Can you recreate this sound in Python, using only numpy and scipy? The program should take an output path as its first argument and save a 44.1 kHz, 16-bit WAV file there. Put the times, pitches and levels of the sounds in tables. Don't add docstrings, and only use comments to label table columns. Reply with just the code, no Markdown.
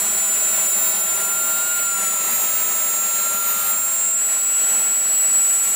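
import sys
import numpy as np
from scipy import signal
from scipy.fft import rfft, irfft, next_fast_len
from scipy.io import wavfile
from scipy.ndimage import uniform_filter1d, map_coordinates

SR = 44100
rng = np.random.default_rng(int(sys.argv[2]) if len(sys.argv) > 2 else 0)


def amplitude_ratio(level_db):
    exponent = np.asarray(level_db, float) / 20
    return 10 ** exponent


def generate_wav(sig):
    pcm = np.round(np.clip(np.atleast_2d(sig).T, -1, 1) * 32767).astype(np.int16)
    wavfile.write(sys.argv[1], SR, pcm)


N = 253575
BLADES = 12
LIFT_HZ, TAIL_HZ = 7750, 7220
TURN_S, TURN_TAKES_S = 3.5, 0.75


def ducted_fans():
    # (time [s], speed [%])
    throttle = [(0, 100), (1.84, 99.98), (2.09, 99.15), (2.125, 98.9), (2.2, 96.9), (2.3, 96.3),
                (2.5, 96.4), (3.62, 96.47), (3.77, 97.4), (3.95, 97.8), (4.1, 98.6), (4.29, 100.5),
                (4.7, 100.47), (5.5, 99.95), (5.75, 100.05)]
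    # (time [s], half length [s], blade rate [Hz])
    pitch_trim = [(0.04, 0.065, -20), (0.3, 0.1, 30), (0.52, 0.08, -21), (0.68, 0.05, 40),
                  (0.84, 0.08, -60), (1.22, 0.13, 39), (1.6, 0.17, -63), (1.78, 0.08, 32), (2.02, 0.1, 176),
                  (2.32, 0.08, -27), (2.52, 0.1, 23), (2.7, 0.3, 45), (3.2, 0.13, 19), (3.4, 0.065, -35),
                  (3.78, 0.1, -27), (4.12, 0.08, -27), (4.34, 0.22, -12), (4.56, 0.1, -22),
                  (4.9, 0.065, -29), (5.54, 0.3, 24), (.92, .04, 10), (2.12, .04, 4), (1.5, .1, -10),
                  (4.63, .05, 6), (2.56, .04, 10), (3.65, .07, -12), (4.35, .05, 10), (5.05, .06, 14),
                  (5.17, .04, -6), (5.3, .05, 14), (5.39, .04, -8), (5.47, .04, 12), (5.65, .05, 10)]
    speed = curves(throttle)[0] / 100
    trim = (bumps(pitch_trim) + 2.5 * wobble(11)) / LIFT_HZ
    lift = lift_fan((speed + trim) * LIFT_HZ / BLADES)
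    tail = tail_fan((speed - trim) * TAIL_HZ / BLADES)
    return lift + tail


def lift_fan(shaft_hz):
    # (time [s], blade tone [dB], its octave [dB])
    tones = [(0, -24, -39), (.3, -25, -34), (.68, -26.5, -32), (.85, -31, -29), (1.2, -32.5, -35),
             (1.65, -27, -31), (1.9, -26, -34), (2.15, -28, -31), (2.45, -26, -23), (3, -24.5, -27.5),
             (3.28, -24, -28), (3.55, -29, -24), (3.8, -23, -25.5), (4.1, -20.5, -32.5), (4.3, -21, -42),
             (4.65, -18, -40), (5.5, -17, -41), (5.75, -21.5, -43)]
    # (multiple [1], level side-on [dB], change nose-on [dB])
    uneven = [(1, -50, -4.5), (2, -56.5, -6), (4, -50, -4), (5, -56, -5.5), (6, -49.5, -12.5)]
    # (multiple [1], level re order 6 [dB])
    weak_orders = [(7, -9), (8, -10.5), (10, -5), (13, -5), (14, -4), (16, -2), (17, -6), (18, -7)]
    # (multiple [1], time [s], half length [s], change [dB])
    lobes = [(12, 0.96, 0.046, -8), (12, 1.955, 0.043, -8), (12, 3.39, 0.054, -10), (12, 3.5, 0.034, -2),
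             (12, 3.63, .03, -3), (24, 3.49, .03, 4.5), (24, 3.56, .03, -3), (24, 1.15, .1, -3),
             (12, 5.04, 0.059, -2), (24, 4.43, .04, 4), (24, 4.66, .05, -6), (6, 0.75, 0.6, 4),
             (6, 1.6, 0.16, 7), (6, 0.89, 0.082, 5), (6, 1.25, .12, -1), (24, .55, .06, 3),
             (24, .87, .05, 3), (24, 1.58, .06, 3), (24, 2.8, .08, 1), (24, 4.35, .03, -7),
             (24, 4.95, .03, -6), (24, 5.35, .04, 5), (24, 5.0, .6, 0), (2, 5.7, .2, 12),
             (1, 4.8, 0.5, 3.5), (24, 2.8, .05, -2), (12, 1.9, .03, 0), (2, 3.3, 0.17, 3),
             (2, 3.75, .06, 4), (6, 0.47, .06, 3), (24, 4.47, .06, 4), (24, 4.78, .03, 3),
             (24, 1.12, .05, 3), (24, .15, .1, 4), (6, 2.47, .1, 1), (6, 3.03, .13, -7), (6, 3.54, 0.18, 4),
             (12, 3.505, .022, -6), (12, 2.13, .03, -2), (12, 1.955, .025, 2), (12, 0.94, .025, 5),
             (12, .8, .04, -2.5), (12, 5.37, 0.035, 2), (12, 4.9, .15, -1), (24, 4.75, .06, 3),
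             (24, 5.08, .07, -3), (24, 5.5, .1, 2)]
    # (multiple [1], time [s], half length [s], change [dB])
    more_lobes = [(1, 0.78, 0.94, 4.5), (2, 2.76, 0.59, 6), (2, 3.65, 0.23, 18), (4, 4.73, .35, 6.5),
                  (5, 4.7, .35, 11), (4, .1, .4, 1.5), (5, .1, 0.44, 7), (5, 1.2, .6, 4), (5, 1.8, .1, 3),
                  (1, 1.85, .15, -5), (4, .8, .12, 3), (4, 2.05, .1, 4)]
    blade_db, octave_db = curves(tones)
    blade_db = blade_db + .45 * wobble(55)
    octave_db = octave_db + 1.2 * wobble(20) + 1.2 * wobble(32)
    main = [(BLADES, blade_db, 0), (2 * BLADES, octave_db, 0)]
    orders = aimed(main + uneven, lobes + more_lobes)
    six_db = orders[-1][1]
    orders = orders + [(k, six_db + db + 1.5 * wobble(2.56)) for k, db in weak_orders]
    return rotor(shaft_hz, orders, jitter_hz=0.37, flutter_db=0.17, quick=70, skirt_db=-23)


def tail_fan(shaft_hz):
    # (time [s], blade tone [dB], its octave [dB])
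    tones = [(0, -24, -36), (.3, -22, -33), (.6, -20.5, -33), (.85, -21, -29), (1.25, -23.5, -28),
             (1.5, -23, -28), (1.8, -23.5, -34), (2.2, -24, -35), (2.55, -29, -37), (2.9, -27, -35),
             (3.45, -26, -38), (3.63, -29.5, -29), (3.9, -27.5, -36), (4.12, -26, -47), (4.3, -26.5, -41),
             (4.8, -28, -37), (5.3, -29.5, -35), (5.75, -26, -32)]
    # (multiple [1], level [dB])
    faint_orders = [(1, -56.5), (2, -82), (4, -68), (8, -56), (10, -65), (14, -47), (16, -59)]
    # (multiple [1], time [s], half length [s], change [dB])
    lobes = [(24, .48, .03, -12), (24, 1.9, .05, -10), (24, 1.8, .04, 4), (24, 0.84, .04, 3),
             (24, .94, .03, -3), (24, 2.12, .04, -3), (24, 5.7, .08, 4), (12, 1.76, 0.074, -1.5),
             (12, 6.2, 0.039, 2), (12, 3.83, 0.041, -1), (12, 3.64, .04, -2.5), (12, 4.5, .05, -2),
             (12, 4.74, .02, 3), (12, 4.85, .03, 4), (12, 2.92, 0.091, 1), (12, 3.35, .05, -0.5),
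             (24, 4.27, .1, 7), (24, 4.7, .04, 3), (24, 5.05, .06, 0), (24, 1.2, .05, -4),
             (24, 1.3, .35, -1.5), (24, 2.85, .5, 2), (24, 4.14, .06, -4), (24, 4.55, .15, 2),
             (24, 3.93, .04, -3), (12, 3.9, 0.054, -3), (12, 2.57, .03, -1.5), (12, 4.85, 0.056, -5.5),
             (12, 4.8, .05, -2)]
    blade_db, octave_db = curves(tones)
    blade_db = blade_db + .6 * wobble(55)
    octave_db = octave_db + 1.4 * wobble(20)
    orders = aimed([(BLADES, blade_db, 0), (2 * BLADES, octave_db, 0)], lobes)
    return rotor(shaft_hz, orders + faint_orders, jitter_hz=0.463, flutter_db=0.5, quick=70, skirt_db=-25.5)


def wing_rotors():
    return near_rotor() + far_rotor()


def near_rotor():
    # (time [s], turn rate [Hz], level [dB])
    hum = [(0, 1376, -43), (.3, 1364, -45.5), (.8, 1351, -44.5), (1, 1355, -41.5), (1.2, 1385, -34),
           (1.55, 1385, -30), (1.68, 1415, -30), (1.98, 1368, -30.5), (2.37, 1316, -38.5), (2.7, 1318, -38),
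           (3.06, 1357, -36), (3.35, 1371, -31), (3.55, 1377, -32), (3.8, 1371, -37.5), (4, 1368, -41),
           (4.28, 1396, -41), (4.88, 1393, -39.5), (5.15, 1388, -48), (5.35, 1383, -42),
           (5.75, 1372, -42.5)]
    # (multiple [1], level side-on [dB], change nose-on [dB])
    upper = [(2, -50, -2), (3, -54, -6), (4, -56.5, 0), (6, -45, -5)]
    # (multiple [1], level [dB])
    steady = [(5, -64), (7, -48)]
    # (multiple [1], time [s], half length [s], change [dB])
    lobes = [(2, .1, .2, -9), (2, 1.68, 0.16, 5.5), (2, 2.34, 0.31, 4), (2, 4, 0.28, -3), (2, 4.4, 0.29, 7),
             (3, .1, 0.27, 7.5), (3, 2, 0.55, 7), (3, 3.4, 0.75, 9.5), (3, 5.14, .11, 13.5),
             (3, 1.0, .08, -5), (3, 0.29, .08, -4), (3, 4.3, .3, -4), (3, 5.45, .1, -6), (2, 5.2, 0.065, 5),
             (1, .35, .05, 0), (1, 0.84, .05, 5), (1, 4.4, .04, 2), (3, 1.2, .06, 0), (3, 3.7, .08, 4),
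             (3, 3.2, .08, 3), (2, 4.4, .1, -5), (1, .5, .12, 3), (1, 4.42, .05, -2), (1, 1.12, .04, 1.5),
             (2, 4.3, .08, 3), (2, .4, .25, 3), (2, 2.05, .1, -4), (4, 4.4, .6, -6), (2, 4.3, .15, -1),
             (3, 4.7, .25, 3), (1, 3.72, 0.044, 3), (3, 5.86, .2, 12), (4, 0.38, 0.9, 7.5),
             (4, 4, 0.52, 6.5), (6, .1, .3, 3), (6, .95, .15, -4), (6, 1.6, 0.28, 6), (6, 3.57, 0.26, 7),
             (6, 4.14, 0.39, 13.5), (6, 3.8, .07, -6), (6, 5.1, .08, 7), (6, 5.0, .1, -3), (6, 5.6, .35, 5),
             (6, 2.05, .2, 4), (6, 2.5, .12, -1), (6, 3.1, .2, 6), (2, 3.2, 0.11, -3), (1, 2.1, .03, -3.5)]
    hz, hum_db = curves(hum)
    orders = aimed([(1, hum_db, 0)] + upper, lobes) + steady
    return rotor(hz, orders, jitter_hz=1.6, flutter_db=.7, quick=90, skirt_db=-36, hunt_hz=3.6)


def far_rotor():
    # (time [s], turn rate [Hz], level [dB])
    hum = [(0, 1418, -46), (.27, 1440, -42), (.7, 1440, -44), (1, 1457, -44), (1.18, 1424, -65),
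           (1.4, 1394, -62), (1.9, 1408, -59), (2.07, 1421, -51), (2.25, 1374, -44), (2.6, 1406, -49),
           (2.95, 1365, -52), (3.2, 1336, -49), (3.7, 1328, -49), (3.9, 1377, -52), (4.2, 1395, -63),
           (5.3, 1400, -60), (5.5, 1410, -58), (5.75, 1415, -49)]
    # (multiple [1], level side-on [dB], change nose-on [dB])
    upper = [(2, -52.5, 0), (6, -43.5, -4)]
    # (multiple [1], level [dB])
    steady = [(3, -65)]
    # (multiple [1], time [s], half length [s], change [dB])
    lobes = [(2, .9, .5, -7), (6, 1.4, .3, -5), (6, 2.42, .4, 4), (6, 5.66, 0.29, 12), (6, 2.0, .15, 0),
             (6, 2.7, .25, 0), (6, 4.8, .1, 7), (6, 3.9, .5, -8)]
    hz, hum_db = curves(hum)
    orders = [(1, hum_db)] + aimed(upper, lobes) + steady
    return rotor(hz, orders, jitter_hz=1.5, flutter_db=1.5, quick=90, skirt_db=-34, hunt_hz=4)


def air_jets():
    # (time [s], level [dB])
    strength = [(0, -30), (.3, -31.5), (.5, -30.5), (1, -30.5), (1.5, -31.5), (1.9, -34), (2.25, -30.5),
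                (3, -32.5), (3.3, -33), (3.7, -33), (3.85, -34), (4.3, -34.5), (4.5, -34), (5, -33),
                (5.4, -33), (5.75, -32.5)]
    # (time [s], half length [s], change [dB])
    gusts = [(.25, .03, -1.5), (1.07, .04, -2.5), (1.2, 0.038, 1), (2.03, 0.044, 3), (2.14, .04, 0),
             (2.42, 0.042, 2), (3.34, 0.032, 2.5), (3.5, .06, 1.5), (3.7, 0.046, 2), (4.1, 0.096, -2),
             (4.33, .04, 2.5), (4.75, 0.14, 4.5), (5.44, 0.04, -4), (5.68, 0.058, 0.5)]
    jet_db, = curves(strength)
    swing_db = jet_db - jet_db.mean() + bumps(gusts)
    gust = wobble(9)
    air_flutter = wobble(20)
    low = jet_roar(swing_db, gust, air_flutter) + downwash_rush(swing_db, gust, air_flutter)
    return low + intake_hiss(swing_db, gust) + nozzle_fizz(swing_db, gust)


def jet_roar(swing_db, gust, air_flutter):
    # (frequency [Hz], level [dB])
    spectrum = [(20, -44), (110, -34), (190, -5), (270, -4.5), (350, -2.5), (470, -3.5), (650, 2),
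                (1000, -1.5), (1500, -13.5), (2500, -38)]
    # (time [s], half length [s], change [dB])
    low_dips = [(.8, .15, -1), (1.85, .2, -1), (2.5, .15, -0.5), (4.12, .15, -0.5), (4.7, .08, -0.5)]
    level_db = -38.5 + 0.87 * swing_db - 2.4 * turned() + bumps(low_dips)
    level_db = level_db + 0.14 * gust + 0.62 * air_flutter
    return amplitude_ratio(level_db) * jet_noise(spectrum, band_share_db=-1.5, patchy_db=0.27)


def downwash_rush(swing_db, gust, air_flutter):
    # (frequency [Hz], level [dB])
    spectrum = [(600, -24), (1200, -4), (2000, 0), (2800, -3.5), (3500, -5), (4300, -4), (5200, -11),
                (6000, -4), (6800, -7), (8000, -37)]
    # (time [s], half length [s], change [dB])
    rush_swells = [(2.46, 0.6, 1), (3.59, 0.14, 3), (0.73, .1, -1.8), (4.25, .12, -1), (3.82, 0.063, -3),
                   (1.13, 0.091, -0.5), (1.94, .1, -0.5), (3.6, 0.07, -1), (5.62, .08, 1), (4.75, .1, -0.5)]
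    # (frequency [Hz], level [dB])
    wing = [(4300, 0), (4700, -2), (5300, -5), (5700, -2), (6500, -2), (7000, 0)]
    # (time [s], half length [s], share [1])
    wing_shades = [
        (1.3, .25, 0.65),
        (1.75, .25, 0.97),
        (4.15, .12, 0.69),
    ]
    level_db = -37.5 + 0.58 * swing_db - 0.26 * turned() + bumps(rush_swells)
    level_db = level_db + 0.5 * gust + 0.84 * air_flutter
    rush = amplitude_ratio(level_db) * jet_noise(spectrum, band_share_db=2.0, patchy_db=0.63)
    shaded = np.clip(bumps(wing_shades), 0, 1)
    return (1 - shaded) * rush + shaded * coloured(rush, wing)


def intake_hiss(swing_db, gust):
    # (frequency [Hz], level [dB])
    spectrum = [(5500, -47), (6600, -5.5), (7500, 1), (8300, -4), (8800, -2), (9600, 0.5), (11000, -0.5),
                (12000, -5.5), (12800, -15), (14000, -35)]
    # (time [s], half length [s], change [dB])
    band_swells = [(.15, .2, 0.2), (.85, .15, 0.8), (2.9, .08, 1), (3.5, 0.071, 0.8), (3.98, .12, 2),
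                   (4.9, 0.23, -2), (5.65, 0.11, 2)]
    # (frequency [Hz], level [dB])
    stator = [(7000, -1.5), (8300, -3.5), (8750, -6.5), (9300, -1.5), (10000, -1.5)]
    nose_on = turned()
    level_db = -32.0 + 0.8 * swing_db - .1 * nose_on + bumps(band_swells) + 0.34 * gust
    level_db = level_db + 0.41 * wobble(30) + 0.55 * nose_on * wobble(45)
    hiss = amplitude_ratio(level_db) * jet_noise(spectrum, band_share_db=2.5, patchy_db=0.75)
    shadow = np.clip(3 * nose_on - .9, 0, 1) * np.clip(1.0 + .2 * wobble(15), 0, 1)
    return (1 - shadow) * hiss + shadow * coloured(hiss, stator)


def nozzle_fizz(swing_db, gust):
    # (frequency [Hz], level [dB])
    spectrum = [(11000, -42), (12300, 3.5), (13000, -5), (13700, 3), (15000, 4.5), (16500, -3)]
    # (time [s], half length [s], change [dB])
    band_swells = [
        (.9, .35, 1.5),
        (3.0, .9, -.5),
        (4.3, .4, 0),
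    ]
    level_db = -41.5 + 0.59 * swing_db - 1.74 * turned() + bumps(band_swells)
    level_db = level_db + .6 * gust + .7 * wobble(25) + .8 * wobble(14)
    return amplitude_ratio(level_db) * jet_noise(spectrum, band_share_db=9.5, patchy_db=1.2)


def off_the_ground(x):
    # (frequency [Hz], level [dB])
    grass = [(100, 6), (500, -10), (1000, -2.5), (2000, -16.5), (4000, -30), (8000, -46)]
    closing_ms = 0.14 * np.clip(np.arange(N) / SR - TURN_S - TURN_TAKES_S, 0, None)
    delay_ms = 5.003 - 0.29 * turned() - closing_ms
    late = np.interp(np.arange(N) - delay_ms * SR / 1000, np.arange(N), x, left=0)
    return coloured(amplitude_ratio(-turned()) * late, grass)


def field_rumble():
    # (frequency [Hz], level [dB])
    spectrum = [(15, -34), (30, -30), (60, -10), (110, 3), (200, -9), (400, -42)]
    return jet_noise(spectrum, band_share_db=-63.5, patchy_db=1.5)


def rotor(shaft_hz, orders, jitter_hz, flutter_db, quick, skirt_db, hunt_hz=0):
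    hunting = np.sin(2 * np.pi * np.cumsum(21 + 2.48 * wobble(6)) / SR)
    shaft_hz = uniform_filter1d(shaft_hz, size=1800) + jitter_hz * wobble(quick) + hunt_hz * hunting
    angle = 2 * np.pi * np.cumsum(shaft_hz) / SR
    eddies = 1 + amplitude_ratio(skirt_db) * (wobble(900) + 1j * wobble(900))
    total = np.zeros(N)
    for k, db in orders:
        strength = amplitude_ratio(db + flutter_db * wobble(quick)) * np.sqrt(2) * np.abs(eddies)
        total += strength * np.sin(k * angle + np.angle(eddies) + rng.uniform(0, 2 * np.pi))
    return total


def jet_noise(spectrum, band_share_db, patchy_db):
    z = signal.stft(rng.standard_normal(N), nperseg=512)[2]
    patches = uniform_filter1d(rng.standard_normal(z.shape), size=8, axis=0)
    patches = uniform_filter1d(patches, size=10, axis=1)
    noise = signal.istft(z * amplitude_ratio(patchy_db * unit(patches)), nperseg=512)[1][:N]
    return amplitude_ratio(band_share_db) * unit(coloured(noise, spectrum))


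def aimed(orders, swells):
    result = []
    for k, db, nose_db in orders:
        lobes_db = bumps(row[1:] for row in swells if round(row[0]) == round(k))
        result.append((k, db + nose_db * turned() + lobes_db))
    return result


def turned():
    return np.clip((np.arange(N) / SR - TURN_S) / TURN_TAKES_S, 0, 1)


def bumps(events):
    t = np.arange(N) / SR
    return sum(height * np.exp(-((t - s) / half) ** 2) for s, half, height in events)


def curves(rows):
    s, *cols = np.transpose(rows)
    return [np.interp(np.arange(N) / SR, s, c) for c in cols]


def wobble(rate):
    knots = rng.standard_normal(int(N * rate / SR) + 4)
    fine = np.arange(8 * len(knots)) / 8
    return np.interp(np.arange(N) * rate / SR, fine, map_coordinates(knots, [fine]))


def coloured(x, points):
    m = next_fast_len(N + 8192)
    hz, db = np.transpose(points)
    log_hz = np.log(np.fft.rfftfreq(m, 1 / SR) + 1)
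    gain = amplitude_ratio(np.interp(log_hz, np.log(hz), db))
    return irfft(rfft(x, m) * gain, m)[:N]


def unit(x):
    return x / np.sqrt(np.mean(x ** 2) + 1e-20)


def thin_weak_treble(x):
    # (frequency [Hz], level re neighbours [dB])
    thinning = [(12250, -40), (12480, -6.5), (12900, -11), (13500, -12), (13800, -25), (15050, -25),
                (15200, -12)]
    hz, _, z = signal.stft(x, SR, nperseg=1024)
    power = np.abs(z) ** 2
    near = uniform_filter1d(power, size=4, axis=0)
    wide = uniform_filter1d(power, size=81, axis=0)
    threshold = amplitude_ratio(2 * np.interp(hz, *np.transpose(thinning)))
    weak = near < wide * threshold[:, None]
    return signal.istft(np.where(weak, .3 * z, z), SR, nperseg=1024)[1][:N]


def treble_slips(x):
    slips_per_s, slip_db = 5, -9
    hz, t, z = signal.stft(x, SR, nperseg=1024)
    apart = np.zeros(z.shape)
    for when, where in rng.random((round(slips_per_s * N / SR), 2)):
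        in_band = np.abs(hz - 4800 - 9500 * where) < 700
        in_time = np.abs(t - when * N / SR) < .012
        apart[np.ix_(in_band, in_time)] = amplitude_ratio(slip_db)
    strength = apart * uniform_filter1d(np.abs(z), size=31, axis=0)
    scrambled = strength * np.exp(2j * np.pi * rng.random(z.shape))
    return signal.istft(scrambled, SR, nperseg=1024)[1][:N]


def scene():
    air = air_jets()
    craft = ducted_fans() + wing_rotors() + air + off_the_ground(air)
    both = craft + field_rumble()
    return np.array([both, both])


def top_cut(x):
    return signal.sosfilt(signal.butter(12, 16400, fs=SR, output="sos"), x)


def record(dry):
    # (frequency [Hz], level [dB])
    ports = [(60, -48), (180, -18.5), (650, -18.5), (1000, -25), (4500, -31), (6700, -45), (6950, 0),
             (7900, 0), (8200, -9), (10000, -10.5), (11800, -23), (12800, -14), (14000, -21)]
    side = jet_noise(ports, band_share_db=-48.5, patchy_db=5.0)
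    side = side + amplitude_ratio(-25.0) * wobble(30) * coloured(dry[0], ports)
    side = side + treble_slips(dry[0])
    pair = thin_weak_treble(dry[0]) + [side, -side]
    band = [(8, -15), (27, -6), (55, 0), (15725, 0), (15765, -120)]  # (frequency [Hz], level [dB])
    mix = np.array([coloured(x, band) for x in pair])
    return top_cut(mix)


dry = scene()
out = record(dry)
generate_wav(out)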